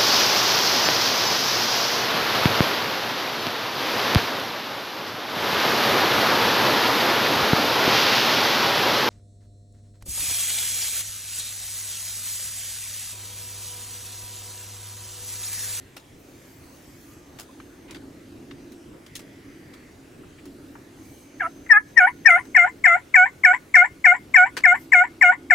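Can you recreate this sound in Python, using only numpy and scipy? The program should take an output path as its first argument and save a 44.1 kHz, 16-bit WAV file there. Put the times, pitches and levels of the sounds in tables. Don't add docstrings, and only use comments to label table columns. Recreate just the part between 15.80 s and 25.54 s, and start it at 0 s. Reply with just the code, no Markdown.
import sys
import numpy as np
from scipy import signal
from scipy.fft import rfft, irfft
from scipy.io import wavfile
from scipy.ndimage import uniform_filter1d

SR = 44100
rng = np.random.default_rng(int(sys.argv[2]) if len(sys.argv) > 2 else 0)


def file_out(sig):
    cols = np.atleast_2d(sig).T
    lim = np.clip(cols, -1, 1)
    pcm = np.round(lim * 32767).astype(np.int16)
    wavfile.write(sys.argv[1], SR, pcm)


def how_loud(loudness_db):
    steps = np.asarray(loudness_db, float) / 20
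    return 10 ** steps


N = 429534

# (frequency [Hz], level [dB per Hz])
AIR_SPECTRUM = [(15, -50), (28, -18), (82, -2), (113, 1), (189, -8), (300, -4), (473, -9), (928, -17),
                (2030, -19), (3670, -25), (6300, -27), (13400, -35), (15800, -41)]
# (frequency [Hz], likeness [0-1])
AIR_LIKENESS = [(60, 1), (240, 0.91), (950, 0.18), (3770, 0.7), (15000, 0.6)]
# (time [s], level [dB])
HUM_LEVEL = [(0.0, -59), (2.9, -43.5), (3.33, -56), (3.42, -47), (4.58, -52), (4.66, -44), (5.48, -51),
             (5.81, -45), (6.05, -52), (6.7, -45.5), (6.83, -63), (6.94, -44.5), (7.05, -59), (9.74, -45)]
# (start [s], length [s], level [dB])
INSECT_BOUTS = [
    (.5, 1.5, -66),
    (5.22, 1.5, -61),
    (6.9, 1.3, -72.5),
]
# (start [s], length [s], level [dB], centre [Hz], width [Hz])
SOFT_STIRS = [
    (1.25, .25, -69, 1200, 60),
    (1.69, .025, -58, 1050, 300),
    (2.085, .045, -51, 2300, 1600),
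    (2.1, .03, -54, 1050, 300),
    (3.3, .8, -59, 1950, 700),
    (4.434, .012, -54, 1300, 700),
    (4.586, .012, -52, 2300, 1200),
    (5.22, .33, -66, 2300, 200),
]
# (start [s], length [s], level [dB])
CLOTH_RUBS = [
    (.45, 0.89, -60),
    (1.5, 0.48, -73),
    (4.85, .15, -68),
    (5.25, 0.18, -60),
    (5.6, 3.2, -70.5),
    (8.97, 0.048, -54.5),
]
# (time [s], peak [dB], centre [Hz], width [octaves])
STALK_SNAPS = [(0.164, -29, 2074, 2.7), (1.5861, -30.5, 2696, 2.8), (1.5969, -26.5, 13070, 4.2),
               (2.1084, -34.5, 4040, 1.4), (2.145, -30.5, 2300, 1.46), (2.919, -40, 5970, 2.46),
               (3.263, -40.5, 2440, 2), (3.3528, -22, 5560, 1.27), (3.3914, -34, 2040, 4.1),
               (3.936, -39.5, 2260, 2), (4.6544, -39, 2240, 5.5), (6.6528, -40, 1960, 2.4),
               (8.7673, -13.5, 1930, 1.77)]
# (time [s], peak [dB], centre [Hz], width [octaves])
STALK_TAPS = [
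    (1.8, -36.5, 1980, 1),
    (2.709, -33.5, 2160, 0.96),
    (3.133, -37, 900, 0.75),
    (4.525, -48, 2280, 0.31),
    (4.953, -32, 1240, 0.6),
    (5.863, -32, 1780, 0.48),
]
# (start [s], voiced length [s], effort [dB], lowest pitch [Hz], slow sag [Hz])
YELP_STROKES = [(5.593, .088, -17, 655, 336.5), (5.891, 0.096, -1.5, 824.4, 206.6),
                (6.159, 0.11, -1, 721.7, 300.4), (6.446, .13, -0.9, 683.4, 319),
                (6.743, 0.12, -2.5, 693.2, 112.4), (7.036, 0.13, -2, 680.7, 88.3),
                (7.336, 0.12, -1, 730, 30.7), (7.632, 0.1, -3, 722.2, 40), (7.937, .104, -0.5, 705.8, 38.4),
                (8.239, 0.1, -0.5, 704.5, 60), (8.536, 0.12, -0.5, 725, 60), (8.833, 0.11, -1.5, 704.5, 60),
                (9.116, 0.12, -1, 708.7, 60), (9.408, 0.11, 0.5, 709.2, 60),
                (9.698, 0.095, -0.5, 693.5, 48.2)]
# (hoarseness [0-1], period doubling [dB under the partials], brightness [dB],
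# crack [s], slack ending [dB])
YELP_TONES = [(0.5, -3.5, -17, 0.012, -22.5), (0.03, -2, -10.5, 0.017, -20), (0.3, -22, -4.5, .03, 0.5),
              (0.28, -30, 2, 0.025, -3), (0.3, -51, 0, 0.025, -2.5), (0.3, -30.5, 0.5, 0.024, -10.5),
              (0.09, -53, 1.5, .023, -1.7), (0.2, -49, 3.5, .02, 6), (0.2, -46, 3, .021, -1),
              (0.14, -52.5, 1.5, 0.019, -3.5), (0.18, -46, 1.5, .028, -3), (0.12, -33.5, 0, 0.022, -1),
              (0.12, -35, 0.9, .02, -3.5), (0.17, -42, -1.6, 0.02, -1.2), (0.05, -33, -3.2, 0.012, .1)]
# (frequency [Hz], level [dB])
FIRST_PARTIAL = [(675, -29), (730, -19), (900, -36.5), (1150, -23.5)]
# (frequency [Hz], level [dB])
SECOND_PARTIAL = [(1340, -14), (1405, -21.5), (1450, -11), (1570, -19.5), (1800, 3.5), (1975, -13.5),
                  (2150, 0.5), (2550, -20)]
# (frequency [Hz], level [dB])
THIRD_PARTIAL = [(2010, -14), (2110, -6), (2250, -10.5), (2450, -13.5), (2650, -28), (3000, -53.5)]
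# (frequency [Hz], level [dB])
UPPER_PARTIALS = [(2400, -40), (2950, -28.5), (3700, -49.5), (4200, -74.5), (6600, -42.5), (7500, -43.5),
                  (8500, -55.5), (11000, -58), (15000, -71)]
# (frequency [Hz], width [Hz], level [dB])
THROAT_RASP = [(926, 130, -6.5), (1884, 295, 10.5), (2188, 73, 6.5), (2900, 120, -20)]
# (time [s], frequency [Hz], width [Hz])
BEAK_HISS = [
    (6.3, 9900, 1300),
    (6.5, 8800, 2200),
    (6.75, 7400, 700),
]
# (frequency [Hz], left [dB], right [dB])
PORT_COLOUR = [(500, 1, -2), (720, 2.3, -4.7), (900, 0, 0), (1450, -1.5, 1.2), (1760, 0, 0),
               (1910, -2.5, -19), (2060, 1.8, -3.3), (2180, 1.5, -2.5), (2380, 2.5, -5), (3200, .7, -.7),
               (5500, 1, -1.5), (7400, 0, 0)]


def read(points, hz, column=1):
    table = np.transpose(points)
    return np.interp(np.log(hz + 1), np.log(table[0] + 1), table[column])


def follow(rows):
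    return np.interp(np.arange(N) / SR, *np.transpose(rows))


def evened(x):
    return x / np.sqrt(np.mean(abs(x) ** 2) + 1e-20)


def smoothed_twice(x, size, axis=-1):
    return uniform_filter1d(uniform_filter1d(x, size, axis), size, axis)


def add(mix, s, sound):
    part = mix[..., round(s * SR):][..., :sound.shape[-1]]
    part += sound[..., :part.shape[-1]]


def resonate(x, hz, width):
    turn = np.exp(2j * np.pi * hz * np.arange(x.shape[-1]) / SR)
    r = np.exp(-np.pi * width / SR)
    return 2 * (turn * signal.lfilter([(1 - r) ** 2], [1, -2 * r, r * r], x / turn)).real


def drift(count, hz):
    span = max(int(SR / hz), 1)
    a, b = smoothed_twice(rng.standard_normal((2, count)), span)
    return (evened(a) + 1j * evened(b)) / np.sqrt(2)


def bouts(rows, edge_s):
    t = np.arange(N) / SR
    gain = np.zeros(N)
    for s, length, db in rows:
        inside = np.minimum(t - s, s + length - t)
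        gain += how_loud(db) * np.clip(inside / edge_s + 1, 0, 1) ** 2
    return gain


def air():
    frames, hz = N // 256 + 5, np.fft.rfftfreq(1024, 1 / SR)
    a, b, c, d, patches = rng.standard_normal((frames, 513, 5)).T
    patches = evened(uniform_filter1d(uniform_filter1d(patches, 10, 0), 20, 1))
    same = np.clip(read(AIR_LIKENESS, hz), -1, 1)[:, None]
    left = a + 1j * b
    right = same * left + np.sqrt(1 - same ** 2) * (c + 1j * d)
    z = np.array([left, right]) * how_loud(read(AIR_SPECTRUM, hz)[:, None] + 1.9 * patches)
    wash = signal.istft(z, nperseg=1024, noverlap=768)[1][:, :N]
    return how_loud(-49.5) * evened(wash)


def wind():
    gust = rng.standard_normal(N)
    hum = evened(resonate(gust, 280.4, 47)) + 1.5 * evened(resonate(gust, 316.5, 100))
    return how_loud(follow(HUM_LEVEL)) * evened(hum) * how_loud(np.array([[-.5], [.5]]))


def insect():
    noise = rng.standard_normal((2, N)) + rng.standard_normal(N)
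    return bouts(INSECT_BOUTS, edge_s=0.2) * how_loud(-3) * evened(resonate(noise, 6280, 260))


def soft_stirs():
    noise = rng.standard_normal((2, N)) + rng.standard_normal(N)
    stirs = np.zeros((2, N))
    for s, length, db, hz, width in SOFT_STIRS:
        gain = bouts([(s, length, db)], edge_s=0.0066 + 0.14 * length)
        stirs += gain * evened(resonate(noise, hz, width))
    return stirs


def cloth():
    frames, hz = N // 128 + 5, np.fft.rfftfreq(512, 1 / SR)
    a, b, c, d, streaks = rng.standard_normal((frames, 257, 5)).T
    streaks = evened(uniform_filter1d(uniform_filter1d(streaks, 4, 0), 40, 1))
    middle, side = a + 1j * b, 0.7 * (c + 1j * d)
    z = np.array([middle + side, middle - side])
    z *= how_loud(6.4 * streaks - 4.0 * np.log2((hz[:, None] + 1) / 9500) ** 2)
    rustle = evened(signal.istft(z, nperseg=512, noverlap=384)[1][:, :N])
    return (how_loud(-74) + bouts(CLOTH_RUBS, edge_s=.12)) * rustle


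def ticks():
    out, t = np.zeros((2, N)), np.arange(4096) / SR
    hz = np.fft.rfftfreq(4096, 1 / SR)
    rise = np.clip(t / .0012, 0, 1)
    for rows, t60 in ((STALK_SNAPS, .11), (STALK_TAPS, .06)):
        for s, db, centre_hz, octaves in rows:
            clicks = rng.standard_normal((3, 4096)) * how_loud(0.94 * np.minimum(rng.exponential(1, 4096), 4))
            ripple_db = 2.2 * evened(smoothed_twice(rng.standard_normal(len(hz)), 30))
            bell_db = -6 * (np.log2((hz + 1) / centre_hz) / octaves) ** 2
            colour = how_loud(ripple_db + bell_db) / np.sqrt(hz + 900)
            clumps = abs(1 + .5 * drift(4096, 300))
            shared = clicks[:2] + 1.1 * clicks[2]
            snap = evened(irfft(rfft(shared) * colour)) * clumps
            add(out, s, snap * how_loud(db - 9 - 60 * t / t60) * rise * how_loud(np.array([[.5], [-.5]])))
    return out


def stroke(length, effort_db, low_hz, sag_hz, bright_db, crack_s, ending_db):
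    onset_hz, crack_hz, settle_s = 1274, 898, 0.0053
    lift_hz, lowest_at = 60, 0.61
    flip_hz, flip_rise_hz, flip_s = 825, 200.7, .012
    attack_s, attack_db, shut_s, ending_s = 0.0084, -35.5, 0.013, 0.051
    closing_db, shut_db, after_shut_db = (1, 3.5, -20), (-7.5, -26.5, -6), (-27.5, -24.5, -55)
    bright_share = (-0.055, 0.049, 0.96)

    t = np.arange(0, length + ending_s, 1 / SR)
    u = t / length
    after = np.maximum(t - length, 0)
    bowl = (1 - np.minimum(u, 1) / lowest_at) ** 2
    lift = lift_hz * (bowl / (1 - 1 / lowest_at) ** 2) ** 0.99
    hz = low_hz + np.where(u < lowest_at, sag_hz * bowl, lift)
    slide = crack_hz + (onset_hz - .9 * sag_hz - crack_hz) * np.clip(1 - t / crack_s, 0, 1) ** 1.4
    hz = hz + np.maximum(slide - hz, 0) * np.exp(-np.maximum(t - crack_s, 0) / settle_s)
    flip = flip_hz + flip_rise_hz * (1 - np.exp(-after / flip_s))

    shut = np.clip((t - length) / shut_s + 1, 0, 1)
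    levels_db = []
    for k, throat in enumerate((FIRST_PARTIAL, SECOND_PARTIAL, THIRD_PARTIAL)):
        beak_db = closing_db[k] * u ** 3 + shut_db[k] * shut
        levels_db.append(read(throat, (k + 1) * hz) + beak_db + bright_db * bright_share[k])
    after_db = np.array(after_shut_db)[:, None] + ending_db - 850 * np.maximum(after - .015, 0)
    rise_s = attack_s + .00002 * sag_hz
    onset_db = attack_db * np.clip(1 - t / rise_s, 0, 1)
    levels_db = np.where(u < 1, levels_db, after_db) + effort_db + onset_db
    return t, np.where(u < 1, hz, flip), levels_db


def partials(hz, phase, levels_db, bright_db, rough, flipped):
    voice, count = np.zeros(len(hz)), len(hz)
    for k in range(1, 16):
        if k < 4:
            db = levels_db[k - 1]
            share = np.maximum(rough * min(k, 2) / 2, .8 * flipped)
        else:
            db = 0.79 * np.minimum(levels_db[2] + 10.5, 2) + read(UPPER_PARTIALS, k * hz) - 8.5
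            db = db - .9 * bright_db * (k == 4)
            share = np.clip(rough + .5, 0, .95)
        chance = (drift(count, 80) + drift(count, 300)) / np.sqrt(2)
        flutter = np.sqrt(1 - share ** 2) + share * chance
        tone = (flutter * 1j ** (k + 1) * np.exp(1j * k * phase)).real
        voice += np.sqrt(2) * how_loud(db) * tone * (k * hz < 15500)
    return voice


def throat_rasp(noise, t, effort_db, rough, flipped):
    rasp = evened(sum(how_loud(db) * evened(resonate(noise, f, w)) for f, w, db in THROAT_RASP))
    return how_loud(effort_db - 30) * (1 + 14 * rough + 12 * flipped + 4 * np.exp(-t / .03)) * rasp


def beak_hiss(noise, t, start, phase, effort_db, sag_hz, bright_db):
    puffs = (1 + .9 * np.cos(phase)) * noise * abs(1 + .8 * drift(len(t), 120))
    times, centres, widths = np.transpose(BEAK_HISS)
    hiss_hz, width = np.interp(start, times, centres), np.interp(start, times, widths)
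    hiss = evened(resonate(puffs, hiss_hz, width))
    hiss = hiss + .35 * evened(resonate(puffs, .85 * hiss_hz, 3000))
    spit = np.clip(2.2 - sag_hz / 70, -.9, 2) * np.exp(-(t - .013) ** 2 / .016 ** 2)
    return how_loud(-48.5 + .4 * bright_db + .45 * (effort_db + 5.5)) * hiss * (1 + spit)


def yelp(start, length, effort_db, low_hz, sag_hz, hoarse, half_db, bright_db, crack_s, ending_db):
    t, hz, levels_db = stroke(length, effort_db, low_hz, sag_hz, bright_db, crack_s, ending_db)
    hz, levels_db = uniform_filter1d(hz, size=130), uniform_filter1d(levels_db, size=130)
    flipped = np.clip((t - length) / 0.0022 + 1, 0, 1)
    breaking = np.exp(-((hz - 810) / 50) ** 2) * np.clip((0.07 - t) / 0.045, 0, 1)
    rough = np.clip(hoarse + .8 * flipped + .45 * breaking, 0, .95)
    phase = 2 * np.pi * np.cumsum(hz) / SR
    levels_db = np.minimum(levels_db, -2.5)
    effort_db = np.max(levels_db, 0)
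    voice = partials(hz, phase, levels_db, bright_db, rough, flipped)
    doubling = np.clip((t - .035) / 0.0063, .05, 1)
    for k in range(1, 3):
        voice += doubling * how_loud(half_db + effort_db - 4.9 * (k + 0.5)) * np.cos((k + .5) * phase)
    noise = rng.standard_normal(len(t))
    voice += throat_rasp(noise, t, effort_db, rough, flipped)
    voice += beak_hiss(noise, t, start, phase, effort_db, sag_hz, bright_db)
    return voice * signal.windows.tukey(len(t), .05)


def turkey():
    voice = np.zeros(N)
    for row, tone in zip(YELP_STROKES, YELP_TONES):
        add(voice, row[0], yelp(*row, *tone))
    return voice


def ports(x):
    hz = np.fft.rfftfreq(4096, 1 / SR)
    gain_db = np.array([read(PORT_COLOUR, hz, column=c) for c in (1, 2)])
    cepstrum = irfft(np.log(how_loud(gain_db)))
    cepstrum[:, 1:2048] *= 2
    cepstrum[:, 2049:] = 0
    return signal.oaconvolve(x[None], irfft(np.exp(rfft(cepstrum))), axes=1)[:, :N]


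def hide(x, t60, start_s):
    count = int(.3 * SR) // 20
    at = np.arange(count) * 20 + rng.integers(0, 20, (2, count))
    taps = np.zeros((2, count * 20))
    np.put_along_axis(taps, at, rng.choice([-1., 1.], at.shape), 1)
    t = np.arange(count * 20) / SR
    taps *= how_loud(-60 * t / t60) * np.clip(t / start_s, 0, 1)
    return signal.oaconvolve(x, taps / np.linalg.norm(taps[0]), axes=1)[:, :N]


def scene():
    field = air() + wind() + insect() + soft_stirs() + cloth() + ticks()
    near = how_loud(6.5) * ports(turkey())
    echoes = how_loud(-10) * hide(near, t60=0.07, start_s=0.0008)
    echoes += how_loud(-41.5) * hide(near, t60=0.36, start_s=0.022)
    return field + near + echoes


def band_limit(x):
    return signal.sosfilt(signal.butter(12, 15900, fs=SR, output="sos"), x)


def record(dry):
    power_db = 10 * np.log10(abs(uniform_filter1d((dry ** 2).mean(0), 600)) + 1e-12)
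    fall = np.arange(N) * 224.0 / SR
    peak_db = np.maximum.accumulate(power_db + fall) - fall
    over_db = np.maximum(peak_db + 25.0, 0)
    ducked = dry / how_loud(0.32 * uniform_filter1d(over_db, 300))
    held = ducked / (1 + (ducked / .95) ** 8) ** (1 / 8)
    bent = held - 0.015 * held ** 3
    return band_limit(bent)


dry = scene()
out = record(dry)
file_out(out)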